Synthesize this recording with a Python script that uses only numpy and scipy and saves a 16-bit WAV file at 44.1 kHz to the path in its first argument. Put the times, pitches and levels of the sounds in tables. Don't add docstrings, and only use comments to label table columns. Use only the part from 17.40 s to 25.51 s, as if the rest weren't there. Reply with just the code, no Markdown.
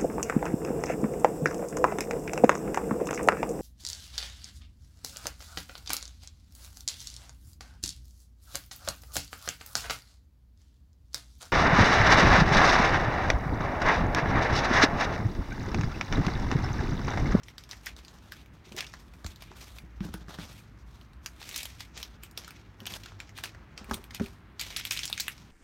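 import sys
import numpy as np
from scipy import signal
from scipy.fft import rfft, irfft
from scipy.io import wavfile
from scipy.ndimage import uniform_filter1d

SR = 44100
rng = np.random.default_rng(int(sys.argv[2]) if len(sys.argv) > 2 else 0)


def master(y):
    cut = np.clip(np.atleast_2d(y).T, -1, 1)
    pcm = np.round(cut * 32767)
    wavfile.write(sys.argv[1], SR, pcm.astype(np.int16))


N = 357651


def undb(db):
    return 10 ** (np.asarray(db) / 20)


def unit(x):
    return x / np.sqrt(np.mean(x ** 2))


def peak(x):
    return x / np.max(np.abs(x))


def band(x, lo_hz, hi_hz):
    return signal.sosfilt(signal.butter(2, [lo_hz, hi_hz], "band", fs=SR, output="sos"), x)


def resonance(x, hz, width_hz):
    return signal.lfilter(*signal.iirpeak(hz, hz / width_hz, fs=SR), x)


def decay(t, t60):
    return np.exp(-np.log(1000) * t / t60)


def add(out, start_s, x):
    i = int(start_s * SR)
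    out[i:i + len(x)] += x[:len(out) - i]


def wander(rate_hz):
    hold = int(SR / rate_hz)
    steps = np.repeat(rng.standard_normal(N // hold + 1), hold)
    return unit(uniform_filter1d(uniform_filter1d(steps, hold), hold)[:N])


# (time [s], level [dB], resonance [Hz], treble [dB re level],
# body [dB re level], decay time constant [ms])
CREASES = [(0.033, -39, 5100, -20, -14, 5.1), (0.084, -34, 2280, -10, -16, 1.1),
           (0.181, -26, 3670, -9, -45, 1.6), (0.238, -31.5, 3870, -6, -36, 0.93),
           (0.292, -36, 5300, -2, -5, 1), (0.312, -23, 4100, -13, -44, 1.1),
           (0.3205, -31, 2000, -9, -34, 1.6), (0.332, -30.5, 1820, -15, -10, 1),
           (0.4606, -32.5, 5700, 10.5, -13, 1.1), (0.4665, -24, 1870, -27, -42, 6.8),
           (0.565, -32.5, 3860, -8, -10, 1.1), (0.589, -39.5, 3270, -9, -13, 1.6),
           (0.649, -36.5, 4250, -5, -35, 1), (0.682, -34, 4440, -20, -35, 0.76),
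           (0.9207, -28.5, 1570, -2, -25, 1.9), (1.06, -45, 2210, -2, -11, 1.5),
           (1.3213, -34, 2820, -9, -11, 1.2), (1.3648, -32.5, 6400, 3, -23, 1.9),
           (1.378, -28.5, 1740, -4, -17, 4.7), (1.387, -20.5, 3130, -15, -32, 2.5),
           (1.4064, -18, 2980, -10, -16, 2.2), (1.425, -33, 1700, -19, -18, 1.6),
           (1.4438, -33, 2570, -8, -24, 2.3), (1.4664, -33, 3660, -16, -31, 3.9),
           (1.538, -31.5, 1710, -11, -1.5, 2.8), (1.737, -41.5, 2500, -8, -4, 2.8),
           (1.8447, -32, 3700, -10, -2.5, 2.7), (1.864, -25, 4600, -7, -9.5, 1.6),
           (1.960, -34, 3950, -6, -37, 1.2), (2.0222, -31.5, 2320, -4, -9, 2),
           (2.116, -47, 1420, -18, 8.5, 1.9), (2.385, -33, 2520, -2, -34, 1.6),
           (2.6057, -39.5, 1390, -10, 4.5, 1.2), (2.6526, -47, 1610, 7, -12, 1.4),
           (2.7398, -27, 1533, -0.5, -10, 2.3), (2.883, -48, 1420, -12, 5, 1.6),
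           (2.906, -44.5, 1420, -15, 6, 1.1), (2.986, -39, 1580, -20, 2, 3),
           (3.01, -45, 2890, -20, -3, 1.3), (3.613, -41, 2900, -5, -14, 0.99),
           (3.733, -47.5, 3680, -7, -12, 2.1), (3.861, -19, 4660, -6.5, -31, 0.75),
           (4.016, -31, 3270, -14, -7, 1.8), (4.028, -27, 3500, -8, -40, 1.4),
           (4.091, -28, 5700, 3, -36, 1.6), (4.1123, -27.5, 3100, -19, -31, 1.6),
           (4.1434, -26, 3870, -18, -32, 1.2), (4.1605, -20, 5700, 2, -44, 2.6),
           (4.178, -33, 4140, 12, -24, 1.4), (4.231, -24.5, 4530, 5, -19, 1.8),
           (4.255, -21.5, 3280, -1.5, -14.5, 1.5), (4.405, -26, 3520, -8, -13.5, 3.9),
           (4.576, -25, 3400, -12, -25, 2.2), (4.6167, -34, 5470, -9, -19, 1.3),
           (4.6291, -20, 3840, -4, -45, 1.9), (4.835, -29.5, 3130, 5, -33, 0.75),
           (4.912, -43, 5170, 5, -4, 1.2), (4.9753, -21.5, 3500, -2, -13, 3),
           (5.046, -34, 2230, -16, -28, 1.6), (5.0787, -33, 1440, 2.5, -32, 1.2),
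           (5.107, -33, 2180, 1, -16, 1.4), (5.4037, -31.5, 2580, -5, -32, 0.68),
           (5.433, -50, 5500, 0, -18, 1), (5.4558, -29, 2500, -18, -29, 1),
           (5.4661, -25, 2700, 4.5, -13, 2), (5.47, -19, 2950, -32, -17, 0.95),
           (5.522, -30.5, 4700, 3, -4, 1.2), (5.5382, -24, 3400, -23, -12, 1.6),
           (5.5647, -33, 1510, -1, -24, 1.4), (5.6348, -34, 3270, -8, -30, 4),
           (5.6597, -31.5, 1500, -9, -27, 2.5), (5.72, -47, 1450, -16, 8, 1.2),
           (5.8023, -24, 2460, -22, -41, 0.63), (5.893, -37, 2140, -12, -11, 1),
           (5.9775, -29.5, 1960, 1, -21, 1.5), (5.986, -24.5, 1470, -9, -36, 1),
           (6.0376, -20, 1540, -1, -29, 2.4), (6.045, -26.5, 2620, -15, -28, 1.7),
           (6.056, -29.5, 2360, -5, -18, 3.5), (6.148, -42, 1430, -12, -3.5, 1.8),
           (6.377, -27.5, 2770, -12, -37, 1.8), (6.444, -36, 2400, -1, -12, 1.2),
           (6.497, -36, 2420, -2, -10, 1.2), (6.511, -23, 1420, -8, 0.5, 3.2),
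           (6.535, -27.5, 3800, -4, -14, 3.6), (6.542, -19.5, 3600, 1.5, -20, 1.8),
           (6.6408, -34.5, 2500, 0.5, -37, 1), (6.707, -36, 2010, -12, -32, 3.8),
           (6.747, -22.5, 6050, -3, -12, 1.3), (6.7976, -34.5, 1580, -6, 2.5, 3.5),
           (6.805, -40.5, 1640, -15, 9, 1.9), (6.86, -33.5, 2450, -3, -28, 3.7),
           (7.195, -23.5, 4400, -5, -32, 3.8), (7.202, -22.5, 4600, -22, -30, 0.7),
           (7.212, -21, 4480, 5, -21, 1.7), (7.235, -34, 3600, -15, -30, 2),
           (7.304, -28, 3260, -22, -15, 1.3), (7.363, -17.5, 3900, -27, -32, 6.4),
           (7.369, -29, 1970, 12.5, -34, 1.7), (7.397, -25.5, 2250, -2, -34, 2.8),
           (7.4113, -25.5, 3230, -15, -22, 1), (7.452, -17.5, 3480, -0.5, -33, 0.7),
           (7.47, -28, 4350, -7, -28, 1.2), (7.476, -28, 3570, -11, -28, 1.3),
           (7.508, -29.5, 2400, 13, -31, 1.8), (7.5097, -15, 2490, -30, -34, 3.1),
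           (7.522, -19, 3270, 3.5, -31, 1.2), (7.565, -25.5, 2500, -22, -30, 2),
           (7.574, -20, 3780, -22, -25, 1.4), (7.5915, -18, 3750, -31, -25.5, 1.2),
           (7.6331, -20, 3100, -20, -34, 1.5), (7.6545, -15.5, 4360, 1, -41, 0.92),
           (7.678, -19, 5400, -20, -36, 0.7), (7.699, -28, 3880, 4, -6, 1.9),
           (7.728, -14, 3460, -8, -28, 0.83), (7.778, -21.5, 2480, -15, -34, 0.68),
           (7.799, -16, 4300, -10, -33, 1.5), (7.8036, -22, 4700, 12.5, -36, 0.77),
           (7.807, -16, 4700, -22, -26, 1.1), (7.867, -33, 2480, -22, -9, 1.5),
           (7.8815, -13.5, 2730, 1, -32, 0.73), (7.979, -41, 4100, -14, -32, 2)]
def snaps():
    out, t = np.zeros(N), np.arange(1024) / SR
    echo_db, echo_burst_s = -5, 0.00048
    noises = rng.standard_normal((len(CREASES), len(t)))
    for (start_s, db, hz, treble_db, body_db, decay_ms), noise in zip(CREASES, noises):
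        def sheet(burst):
            patch = peak(peak(resonance(burst, hz, 0.27 * hz)) + 1.07 * peak(band(burst, 1516, 6620)))
            treble = undb(treble_db) * peak(band(burst, 5500, 17000))
            body = undb(body_db) * peak(band(burst, 600, 1750))
            return patch + treble + body
        snap = undb(db) * sheet(noise * np.exp(-t * 1000 / decay_ms))
        add(out, start_s, snap)
        tail = wall_echoes(sheet(noise * np.exp(-t / echo_burst_s)))
        add(out, start_s, undb(echo_db) * np.linalg.norm(snap) * tail)
    return out


# (time [s], hold [s], fade [dB/s], sheet [dB], hiss [dB], cardboard [dB])
STROKES = [(0.064, 0.018, 223, -57, -64, -70), (0.195, .01, 190, -53.5, -64, -62),
           (0.304, .02, 176, -48.5, -55, -55), (0.437, .03, 300, -57.5, -59, -60),
           (0.47, 0.014, 352, -44, -57, -55), (0.578, 0.011, 400, -52, -59, -56),
           (0.636, 0.26, 100, -61.5, -68, -62.5), (0.921, 0.009, 152, -49, -55, -55.5),
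           (1.136, 0.015, 80, -64, -73, -68), (1.257, .04, 100, -55.5, -65, -69),
           (1.30, 0.069, 200, -58.5, -61, -61), (1.374, 0.028, 170, -43.5, -60, -48),
           (1.465, .02, 51, -59, -66, -72), (1.60, 0.035, 152, -64.5, -65, -62),
           (1.736, 0.016, 92, -67.5, -67, -72), (1.86, 0.0079, 109, -53, -57.5, -65),
           (2.01, .02, 34, -57, -63.5, -70), (2.167, 0.21, 220, -56.5, -58.5, -61.5),
           (2.618, 0.063, 300, -55.5, -60, -51.5), (2.738, 0.007, 174, -52.5, -60, -53),
           (2.895, 0.056, 150, -53, -59, -52), (2.997, 0.046, 83, -48.5, -55, -52.5),
           (3.13, 0.068, 400, -58.5, -59, -79), (3.392, .02, 200, -67.5, -73, -78),
           (3.472, 0.14, 88, -65.5, -72, -77), (3.844, .02, 53, -59.5, -61, -68),
           (4.006, .07, 100, -49.5, -56, -60), (4.073, 0.066, 96, -46, -49.5, -56),
           (4.158, 0.039, 105, -42, -49, -66), (4.4, 0.011, 295, -46, -52, -71),
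           (4.557, 0.018, 100, -50.5, -69, -55), (4.585, .01, 168, -48, -52, -55),
           (4.833, .01, 306, -52.5, -60, -60), (4.982, .01, 79, -46.5, -59, -56),
           (5.396, 0.025, 100, -62, -67, -57), (5.505, 0.049, 210, -44, -49.5, -51.5),
           (5.656, 0.018, 195, -48.5, -64, -58), (5.8, 0.008, 179, -51.5, -69, -54.5),
           (5.968, 0.024, 300, -49, -56, -58), (6.044, 0.0084, 267, -42.5, -53, -46),
           (6.146, 0.018, 30, -74, -79, -59.5), (6.376, .01, 58, -59, -72, -54),
           (6.482, .03, 100, -63, -62, -52), (6.525, 0.0071, 151, -47, -52, -46.5),
           (6.753, .01, 500, -45.5, -58, -69), (6.821, 0.061, 155, -54, -58.5, -57),
           (7.212, 0.017, 96, -42, -50.5, -56), (7.375, 0.0085, 166, -38.5, -52, -59),
           (7.452, 0.011, 400, -44, -45.5, -59), (7.522, 0.0074, 130, -35.5, -39.5, -58),
           (7.268, 0.046, 200, -49, -54, -56), (7.62, 0.25, 150, -46.5, -53.5, -65),
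           (7.88, 0.0078, 205, -59, -53, -73), (7.98, 0.093, 21, -60, -70, -79)]
# (sheet [dB], hiss [dB], cardboard [dB])
RESTING_LEVELS = [-85, -99, -67.5]
def stroke_envelopes():
    t, rise_db_per_s = np.arange(0, N, 64) / SR, 897
    start, hold, fade, *levels = np.transpose(STROKES)[:, :, None]
    shape_db = -rise_db_per_s * np.maximum(start - t, 0) - fade * np.maximum(t - start - hold, 0)
    powers = [undb(rest_db) ** 2 + np.sum(undb(db + shape_db) ** 2, axis=0)
              for db, rest_db in zip(levels, RESTING_LEVELS)]
    return [np.interp(np.arange(N) / SR, t, np.sqrt(power)) for power in powers]


# (frequency [Hz], bandwidth [Hz], relative level [dB])
SHEET_MODES = [(1730, 400, -41), (2320, 930, 17.5), (3450, 1320, 12), (4900, 6500, -16), (6050, 2700, 17.5)]
def rustle():
    slips_per_s, scatter_db, slip_decay_s, rub_gain = 970, 2.5, 0.0022, 0.8
    sizes = undb(scatter_db * np.minimum(rng.exponential(size=N), 3.0))
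    onsets = sizes * (rng.random(N) < slips_per_s / SR)
    slip_envelope = signal.lfilter([1], [1, -np.exp(-1 / (slip_decay_s * SR))], onsets)
    slips = unit(slip_envelope * rng.standard_normal(N))
    rub = rub_gain * rng.standard_normal(N)
    friction = (slips + rub) * undb(2.0 * wander(60))
    modes = sum(undb(db + 2.5 * wander(30)) * resonance(friction, hz, width)
                for hz, width, db in SHEET_MODES)
    sheet = unit(band(modes, 1920, 5140))
    hiss = unit(band(friction, 6500, 15000))
    cardboard = unit(band(friction, 192, 2060))
    sheet_gain, hiss_gain, cardboard_gain = stroke_envelopes()
    return sheet_gain * sheet + hiss_gain * hiss + cardboard_gain * cardboard


# (frequency [multiple of panel pitch], relative level [dB], T60 [s])
PANEL_MODES = [(1.002, -5, 0.12), (1.15, -7.5, 0.058), (1.7, -10.5, 0.16), (2.3, -8.5, 0.033)]
# (time [s], level [dB], panel pitch [Hz], air boom [dB re level], contact [ms])
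PRESSES = [(1.317, -36.5, 212, -22, 0.82), (1.27, -46, 385, -23, 1.7), (1.345, -37, 367, -23, 1.7),
           (1.37, -39, 393, -23, 2), (1.849, -33.5, 183, 6.5, 1), (2.108, -43, 369, -21, 2.2),
           (2.436, -39.5, 188, -16, 2.3), (2.607, -35, 143, -9, 7.2), (2.606, -20.5, 197, -32, 4.1),
           (2.651, -26, 177, -22, 1.7), (2.685, -33.5, 222, -1, 3.4), (2.743, -27.5, 187, -18, 1),
           (2.813, -38, 181, -18, 1.9), (2.883, -35.5, 170, -9, 1.3), (2.987, -28, 169, -28, 1.7),
           (3.026, -40.5, 216, -1, 4.7), (5.419, -37, 229, -19, 1.1), (5.517, -39, 197, -10, 1.1),
           (6.412, -37, 212, -9, 3.2), (6.49, -35, 231, -14, 1), (6.512, -22.5, 227, -10, 0.82),
           (6.541, -33, 193, -9, 1.9), (6.591, -41, 405, -3, 3.1), (6.799, -23.5, 191, -12, 2.4),
           (6.81, -16.5, 232.6, -17.5, 1.9), (6.836, -34, 226, -20, 4.4)]
def thuds():
    out, t = np.zeros(N), np.arange(SR // 4) / SR
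    def mode(hz, t60):
        return np.sin(2 * np.pi * hz * t) * decay(t, t60)
    for start_s, db, hz, boom_db, contact_ms in PRESSES:
        push = np.hanning(int(contact_ms * SR / 1000))
        modes = sum(undb(mode_db) * mode(ratio * hz, t60) for ratio, mode_db, t60 in PANEL_MODES)
        panel = peak(np.convolve(modes, push))
        boom = peak(np.convolve(mode(hz=74, t60=0.088), push))
        add(out, start_s, undb(db) * (panel + undb(boom_db) * boom))
    return out


# (frequency [Hz], T60 [s], relative level [dB])
ROOM_BANDS = [(720, 0.15, -17), (2205, 0.13, 3), (4780, 0.073, 5), (9260, 0.12, 3.5)]
def wall_echoes(x):
    t, build_up_s = np.arange(SR // 6) / SR, 0.00056
    noise = rng.standard_normal(len(t))
    tail = sum(undb(db) * band(noise, hz / 2.3, hz * 1.51) * decay(t, t60) for hz, t60, db in ROOM_BANDS)
    tail *= np.clip(t / build_up_s, 0, 1) ** 2
    return signal.fftconvolve(x / np.linalg.norm(x), tail / np.linalg.norm(tail))


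# (frequency [Hz], relative spectral density [dB])
RUMBLE_SPECTRUM = [(20, -34), (45, -4.5), (90, -9), (160, -9), (330, -16), (500, -27.5), (1300, -25),
                   (2200, -29), (4000, -41), (7000, -52), (16000, -47)]
def rumble(level_db=-54.5):
    hz = np.maximum(np.fft.rfftfreq(N, 1 / SR), 1)
    knot_hz, knot_db = np.transpose(RUMBLE_SPECTRUM)
    spectrum = rfft(rng.standard_normal(N)) * undb(np.interp(np.log(hz), np.log(knot_hz), knot_db))
    out, swell_db = np.zeros(N), 0.81 * wander(1.0)
    for octave in np.arange(4, 14.5, .5):
        share = np.clip(1 - 2 * np.abs(np.log2(hz) - octave), 0, 1)
        out += irfft(spectrum * share, N) * undb(swell_db + 1.09 * wander(3.3))
    return undb(level_db) * unit(out)


# (time [s], deep level [dB], higher level [dB])
DRONE_LEVELS = [(0.0, -46, -54), (0.29, -57, -64), (0.5, -52, -62), (1.2, -56.5, -65), (1.69, -53, -63),
                (2.44, -52, -62), (2.82, -49, -57), (2.94, -53, -51.5), (4.13, -54.5, -66.5),
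                (4.4, -54, -53), (4.63, -52, -67), (5.33, -61, -58), (5.849, -57, -52.5), (6.23, -56, -64),
                (6.82, -53, -58.5), (7.05, -54, -59), (8.11, -62, -65)]
# (frequency [Hz], resonator bandwidth [Hz])
DRONE_BANDS = [(58, 21), (100, 13)]
def drones():
    out, t = np.zeros(N), np.arange(N) / SR
    times, *levels = np.transpose(DRONE_LEVELS)
    for db, (hz, width) in zip(levels, DRONE_BANDS):
        drone = resonance(resonance(rng.standard_normal(N), hz, width), hz, width)
        out += undb(np.interp(t, times, db)) * unit(drone)
    return out


def scene():
    return (snaps() + rustle() + thuds() + rumble() + drones())[None]


def record(dry):
    dull_hz, bass_cut_hz, top_hz = 10300, 38, 15900
    x = dry - 0.41 * resonance(dry, hz=10580, width_hz=1260)
    x = signal.sosfilt(signal.butter(1, dull_hz, fs=SR, output="sos"), x)
    x = signal.sosfilt(signal.butter(6, bass_cut_hz, "high", fs=SR, output="sos"), x)
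    return signal.sosfilt(signal.ellip(8, .2, 70, top_hz, fs=SR, output="sos"), x)


dry = scene()
out = record(dry)
master(out)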